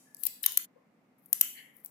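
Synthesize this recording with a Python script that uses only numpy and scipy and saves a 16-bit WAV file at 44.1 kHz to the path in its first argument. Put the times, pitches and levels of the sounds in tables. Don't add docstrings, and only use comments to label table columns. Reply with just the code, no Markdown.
import sys
import numpy as np
from scipy import signal
from scipy.fft import rfft, irfft, next_fast_len
from scipy.io import wavfile

SR = 44100
rng = np.random.default_rng(int(sys.argv[2]) if len(sys.argv) > 2 else 0)


def transcribe(u):
    v = np.clip(np.atleast_2d(u).T, -1, 1)
    q = np.round(v * 32767).astype(np.int16)
    wavfile.write(sys.argv[1], SR, q)


N = 83790
HIT_SAMPLES = 2048
LEFT_LAG_S = .00014


def amp(db):
    return 10 ** (np.asarray(db) / 20)


def unit(x):
    return x / np.sqrt(np.mean(x ** 2) + 1e-20)


def read(points, hz):
    f, value = np.transpose(points)
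    return np.interp(np.log(hz + 1), np.log(f + 1), value)


def colour(x, points):
    size = next_fast_len(2 * x.shape[-1])
    gain = amp(read(points, np.fft.rfftfreq(size, 1 / SR)))
    return irfft(rfft(x, size) * gain, size)[..., :x.shape[-1]]


def noise(spectrum, size, right_eq=None, likeness=.26):
    left, other = (unit(colour(white, spectrum)) for white in rng.standard_normal((2, size)))
    early = irfft(rfft(left) * np.exp(2j * np.pi * np.fft.rfftfreq(size, 1 / SR) * LEFT_LAG_S), size)
    right = likeness * early + np.sqrt(1 - likeness ** 2) * other
    return np.array([left, colour(right, right_eq) if right_eq else right])


def add(mix, s, sound):
    part = mix[:, max(round(s * SR), 0):][:, :sound.shape[1]]
    part += sound[:, :part.shape[1]]


def fade(t, t60):
    return np.exp(-np.log(1000) * np.maximum(t, 0) / t60)


def lean(right_db):
    return amp([[0], [right_db]])


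def ripple(x, depth_db=8, step_hz=110):
    hz = np.arange(400) * step_hz
    db = depth_db * np.minimum(rng.standard_normal(len(hz)), 1)
    return colour(x, np.transpose([hz, db])) / np.sqrt(np.mean(amp(db) ** 2))


def steel(x, low_cut_hz=920):
    return signal.sosfilt(signal.butter(4, low_cut_hz, "highpass", fs=SR, output="sos"), x)


def ventilation():
    spectrum = [(15, -75.5), (25, -40), (108, -19.5), (130, -9), (249, -1), (354, -12), (516, -12),
                (591, -14), (754, -14), (840, -16), (1070, -18), (1740, -22.5), (2110, -20), (3250, -33.5),
                (13600, -43.5), (14800, -34.5), (16000, -66)]
    stereo_likeness = [(30, 0.8), (150, 1), (260, 0.86), (500, 0.62), (1500, 0.064), (16000, 0.037)]  # f/Hz, left-right correlation
    likeness = read(stereo_likeness, np.fft.rfftfreq(N, 1 / SR))
    left, other = rfft(rng.standard_normal((2, N)))
    right = likeness * left + np.sqrt(1 - likeness ** 2) * other
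    return amp(-68) * unit(colour(irfft(np.array([left, right]), N), spectrum))


def lingering_ring():
    spectrum = [(500, -33), (2000, -16), (4000, -9), (7500, -5), (10000, -0.5), (13500, -4.5), (16000, -24)]
    right_eq = [(3000, -6), (8000, 6.5), (10000, -8.5), (15000, -23)]
    return amp(-61) * ripple(noise(spectrum, N, right_eq)) * fade(np.arange(N) / SR, t60=.9)


def rubs():
    strokes = [(0.049, 0.017, 1.9, 1720, 130, -68), (0.75, .015, 0.21, 517, 88, -59),
               (0.764, 0.011, 0.38, 1080, 197, -68), (1.542, 0.033, 0.62, 2010, 590, -50),
               (1.549, 0.041, 0.39, 2980, 670, -54), (1.56, 0.02, 0.18, 4350, 800, -57.5)]
    out, t, f = np.zeros((2, N)), np.arange(N) / SR, np.fft.rfftfreq(N, 1 / SR)
    for s, rise, t60, hz, width, db in strokes:
        band = unit(irfft(rfft(rng.standard_normal((2, N))) / (1 + (2 * (f - hz) / width) ** 4), N))
        out += amp(db) * band * np.clip((t - s) / rise, 0, 1) * fade(t - s - rise, t60)
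    return out * lean(right_db=-6)


def ticks():
    # t/s, level/dB, tick t60/s, ring/dB, tick's right trim/dB, top shelf/dB
    contacts = [(0.1468, -30, 0.007, -33.5, -3, -2.5), (.168, -49.5, 0.016, -24.5, 6.5, -2.5),
                (0.2354, -11, 0.007, -23.5, -17, 0.5), (0.244, -30, .005, -24.5, -14.5, -3),
                (0.2537, -10.5, 0.0041, -34.5, -22, -0.5), (.2628, -27.5, .012, -19, -16, 0.5),
                (0.2674, -9, 0.009, -19, -13, 1), (0.2687, -20, .01, -17.5, -10, -0.5),
                (0.4309, -18.5, 0.036, -35.5, -13, -11.5), (0.5211, -16.5, 0.0041, -29.5, -18, -6),
                (1.259, -40, 0.022, -42.5, -22.5, -7.5), (1.767, -42, 0.015, -42, -28, -1),
                (1.848, -31.5, 0.0078, -62, -21, 11), (1.8599, -28, 0.013, -26, -12, 1)]
    tick_spectrum = [(2000, -60), (5000, -26.5), (7500, -22.5), (9300, -2), (11300, 5), (12100, -0.5),
                     (13200, 7.5), (14800, 6), (16000, -0.5), (17000, -11)]
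    right_eq = [(3000, 16.5), (7500, 26), (10000, 0), (14000, -7.5), (16500, -7.5)]
    ring_spectrum = [(1500, -29.5), (2200, -6.5), (2900, -2), (3600, -4.5), (4300, 4.5), (5100, -0.5),
                     (6000, -3), (7000, -4), (10000, 6.5), (16000, -26.5)]
    out, t = np.zeros((2, N)), np.arange(HIT_SAMPLES) / SR
    attack = np.minimum(t / .00024, 1)
    for s, db, t60, ring_db, right_db, top_db in contacts:
        top_shelf = [(12500, 0), (14500, top_db)]  # f/Hz, gain/dB
        tick = colour(noise(tick_spectrum, len(t), right_eq), top_shelf) * lean(right_db) * fade(t, t60)
        ring = amp(ring_db) * noise(ring_spectrum, len(t)) * fade(t, t60=.026)
        add(out, s, amp(db) * attack * (tick + ring))
    return steel(out)


def gloves(slips_per_s=5500, spread_db=1.5):
    moves = [(0.167, 0.12, -47, -12.5), (0.232, 0.014, -38.5, -18), (0.262, 0.0074, -30, -16),
             (0.424, 0.038, -33, -15), (0.49, .07, -43, -29), (1.179, 0.022, -67.5, -14),
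             (1.186, 0.29, -64, -7.5), (1.728, 0.11, -61, -19), (1.829, 0.061, -54, -12)]
    spectrum = [(2000, -26), (6000, -19.5), (8500, -15.5), (10500, -3), (13000, 2.5), (15300, -5.5),
                (16500, -25.5)]
    out, t = np.zeros((2, N)), np.arange(N) / SR
    slips = rng.standard_normal((2, N)) * (rng.random((2, N)) < slips_per_s / SR)
    slips *= amp(spread_db * np.minimum(rng.exponential(1, (2, N)), 4))
    grains = unit(colour(slips, spectrum))
    for s, length, db, right_db in moves:
        swell = np.sin(np.pi * np.clip((t - s) / length, 0, 1))
        out += amp(db) * lean(right_db) * grains * swell
    return out


def knock():
    modes = [(1780, -6, 0.014), (2700, -8.5, .01), (3053, -1, .014), (3620, -5, .01), (4000, 1.5, .016),
             (4940, -8.5, 0.021), (5400, -5.5, .012), (6900, -11.5, .01)]
    spectrum = [(1100, -33.5), (1600, -3.5), (3500, 0), (5200, -3), (9000, -10.5), (16000, -29.5)]
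    out, t = np.zeros((2, N)), np.arange(HIT_SAMPLES) / SR
    ring = sum(amp(db) * fade(t, t60) * np.sin(2 * np.pi * (hz * t + rng.random()))
               for hz, db, t60 in modes)
    crack = amp(-1.5) * noise(spectrum, len(t)) * fade(t, t60=.013)
    attack = np.minimum(t / .0004, 1)
    add(out, s=.4396, sound=amp(-30) * attack * (ring + crack))
    return steel(steel(out))


def ratchet(thud_cycles=6):
    # t/s, level/dB, chatter/s, crack/dB, body/dB, thud/dB, thud f/Hz, right trim/dB, send/dB
    opening_snaps = [(.4613, -14.5, 0.0033, 0.5, -20.5, -22.5, 1014, 0, -11.5),
                     (.5726, -17, 0.0039, -0.5, -21, -26, 1407, 1.5, -12)]
    closing_snaps = [(1.3288, -22.5, 0.0031, 7.7, -16.5, -33, 1190, -0.49, -11),
                     (1.4109, -16.5, 0.0037, 1.9, -21, -31.5, 464, 0.58, -11.5)]
    # f/Hz, left level/dB, right level/dB, t60/s
    loose_modes = [(1400, -33, -35, .016), (3180, -20, -20, .016), (3550, -28, -27, .014),
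                   (4200, -26, -24, .014), (6100, -24, -15, .012), (6620, -20, -18, .01),
                   (7060, -22, -14, .012), (8200, -22, -21, .01), (9950, -8, -17, .008),
                   (11050, -10, -16, .008), (12350, -9, -15, .008), (12750, -8, -14, .008),
                   (13330, -1, -7, .01), (14750, -13, -18, .008), (15500, -12, -17, .008)]
    shut_modes = [(790, -35, -38, .016), (1100, -30, -34, .016), (1400, -30, -33, .016),
                  (1650, -31, -33, .016), (2670, -24, -21, .016), (3370, -23, -21, .018),
                  (3800, -24, -20, .016), (4200, -23, -17, .018), (4650, -26, -22, .018),
                  (5820, -19, -15, .018), (6300, -24, -20, .012), (7070, -17, -13, .012),
                  (7800, -14, -13, .01), (8760, -17, -17, .01), (9900, -6, -9, .008),
                  (10280, -7, -13, .008), (10850, -9, -12, .008), (11820, -6, -12, .008),
                  (13060, 2, -3, .01), (13740, 0, -7, .01), (15420, -8, -10, .008)]
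    # f/Hz, level/dB
    crack_spectrum = [(1000, -47.5), (4000, -19), (6000, -19.5), (8500, -11.5), (10000, 2), (12000, 4),
                      (13400, 2.5), (14500, 0), (15500, -17.5), (16800, -26.5)]
    crack_right_eq = [(3000, -3), (7000, 9), (9000, -2), (10500, -14), (16000, -2)]
    body_spectrum = [(100, -29.5), (650, -25.5), (1050, -6), (2000, -5), (3000, -0.5), (4100, -3.5),
                     (5000, -6.5), (7000, -13.5), (16000, -28.5)]
    body_right_eq = [(1000, -11), (2000, 3.5), (3500, 5.5), (8000, 12.5)]
    direct, send = np.zeros((2, 2, N))
    t = np.arange(HIT_SAMPLES) / SR
    ear_t = t + LEFT_LAG_S * np.array([[0], [1]])
    attack = np.minimum(t / .00093, 1)
    first_blow = 1 + .9 * fade(t, t60=.012)
    for snaps, modes in (opening_snaps, loose_modes), (closing_snaps, shut_modes):
        for s, db, chatter_s, crack_db, body_db, thud_db, thud_hz, right_db, send_db in snaps:
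            decay_t = t - chatter_s * np.array([[1], [.33]])
            ring = np.sqrt(2) * sum(amp([[l_db], [r_db]]) * fade(decay_t, t60)
                                    * np.sin(2 * np.pi * (hz * ear_t + rng.random()))
                                    for hz, l_db, r_db, t60 in modes)
            crack = amp(crack_db) * noise(crack_spectrum, len(t), crack_right_eq)
            body = amp(body_db) * noise(body_spectrum, len(t), body_right_eq)
            burst = (crack + body) * fade(decay_t, t60=.013)
            swell = np.sin(np.pi * np.minimum(thud_hz * t / thud_cycles, 1)) ** 2
            thud = amp(thud_db) * lean(right_db=-11.5) * swell * np.sin(2 * np.pi * thud_hz * t)
            gain = amp(db) * lean(right_db) * attack * first_blow
            ring, burst, thud = steel(gain * ring), steel(gain * burst), gain * thud
            add(direct, s, ring + burst + thud)
            add(send, s, amp(send_db) * (amp(-2.5) * ring + thud + ripple(burst)))
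    return direct, send


def room(send, predelay_s=.0017, build_s=.015, crossfeed=.48):
    decay_times = [(300, .6), (1200, 0.16), (3000, 0.58), (6000, 0.41), (10000, 0.52), (13000, 0.43),
                   (16000, 0.32)]
    wall_eq = [(300, -7.5), (700, 3), (1200, 11), (3500, 3.5), (7000, 3), (10000, -5), (13000, -5.5),
               (15000, -2.5), (16300, -16)]
    close_s, reopen_s, fall_db_per_s = .6507, 1.3, 2196
    t = np.arange(N) / SR
    hz, frame_t, bands = signal.stft(rng.standard_normal((2, N)), SR, nperseg=256)
    bands *= fade(frame_t, read(decay_times, hz)[:, None])
    tail = signal.istft(bands, SR, nperseg=256)[1][:, :N]
    tail *= np.clip((t - predelay_s) / build_s, 0, 1)
    tail = colour(tail / np.linalg.norm(tail[0]), wall_eq)
    wet = signal.fftconvolve(send + crossfeed * send[::-1], tail, axes=1)[:, :N]
    gate = amp(-fall_db_per_s * np.maximum(t - close_s, 0) * (t < reopen_s))
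    return wet * gate


def scene():
    snaps, snap_send = ratchet()
    handling, clack = ticks() + gloves(), knock()
    reverb = room(snap_send + amp(-10.5) * ripple(handling) + amp(-9) * ripple(clack))
    return snaps + handling + clack + reverb + rubs() + ventilation() + lingering_ring()


def record(dry):
    ceiling, edge_hz = .7, 16800
    oversampled = signal.resample_poly(dry, 4, 1, axis=1)
    rounded = signal.resample_poly(ceiling * np.tanh(oversampled / ceiling), 1, 4, axis=1)
    low_pass = signal.firwin(255, edge_hz, window=("kaiser", 9), fs=SR)
    return signal.oaconvolve(rounded, low_pass[None], "same")


dry = scene()
out = record(dry)
transcribe(out)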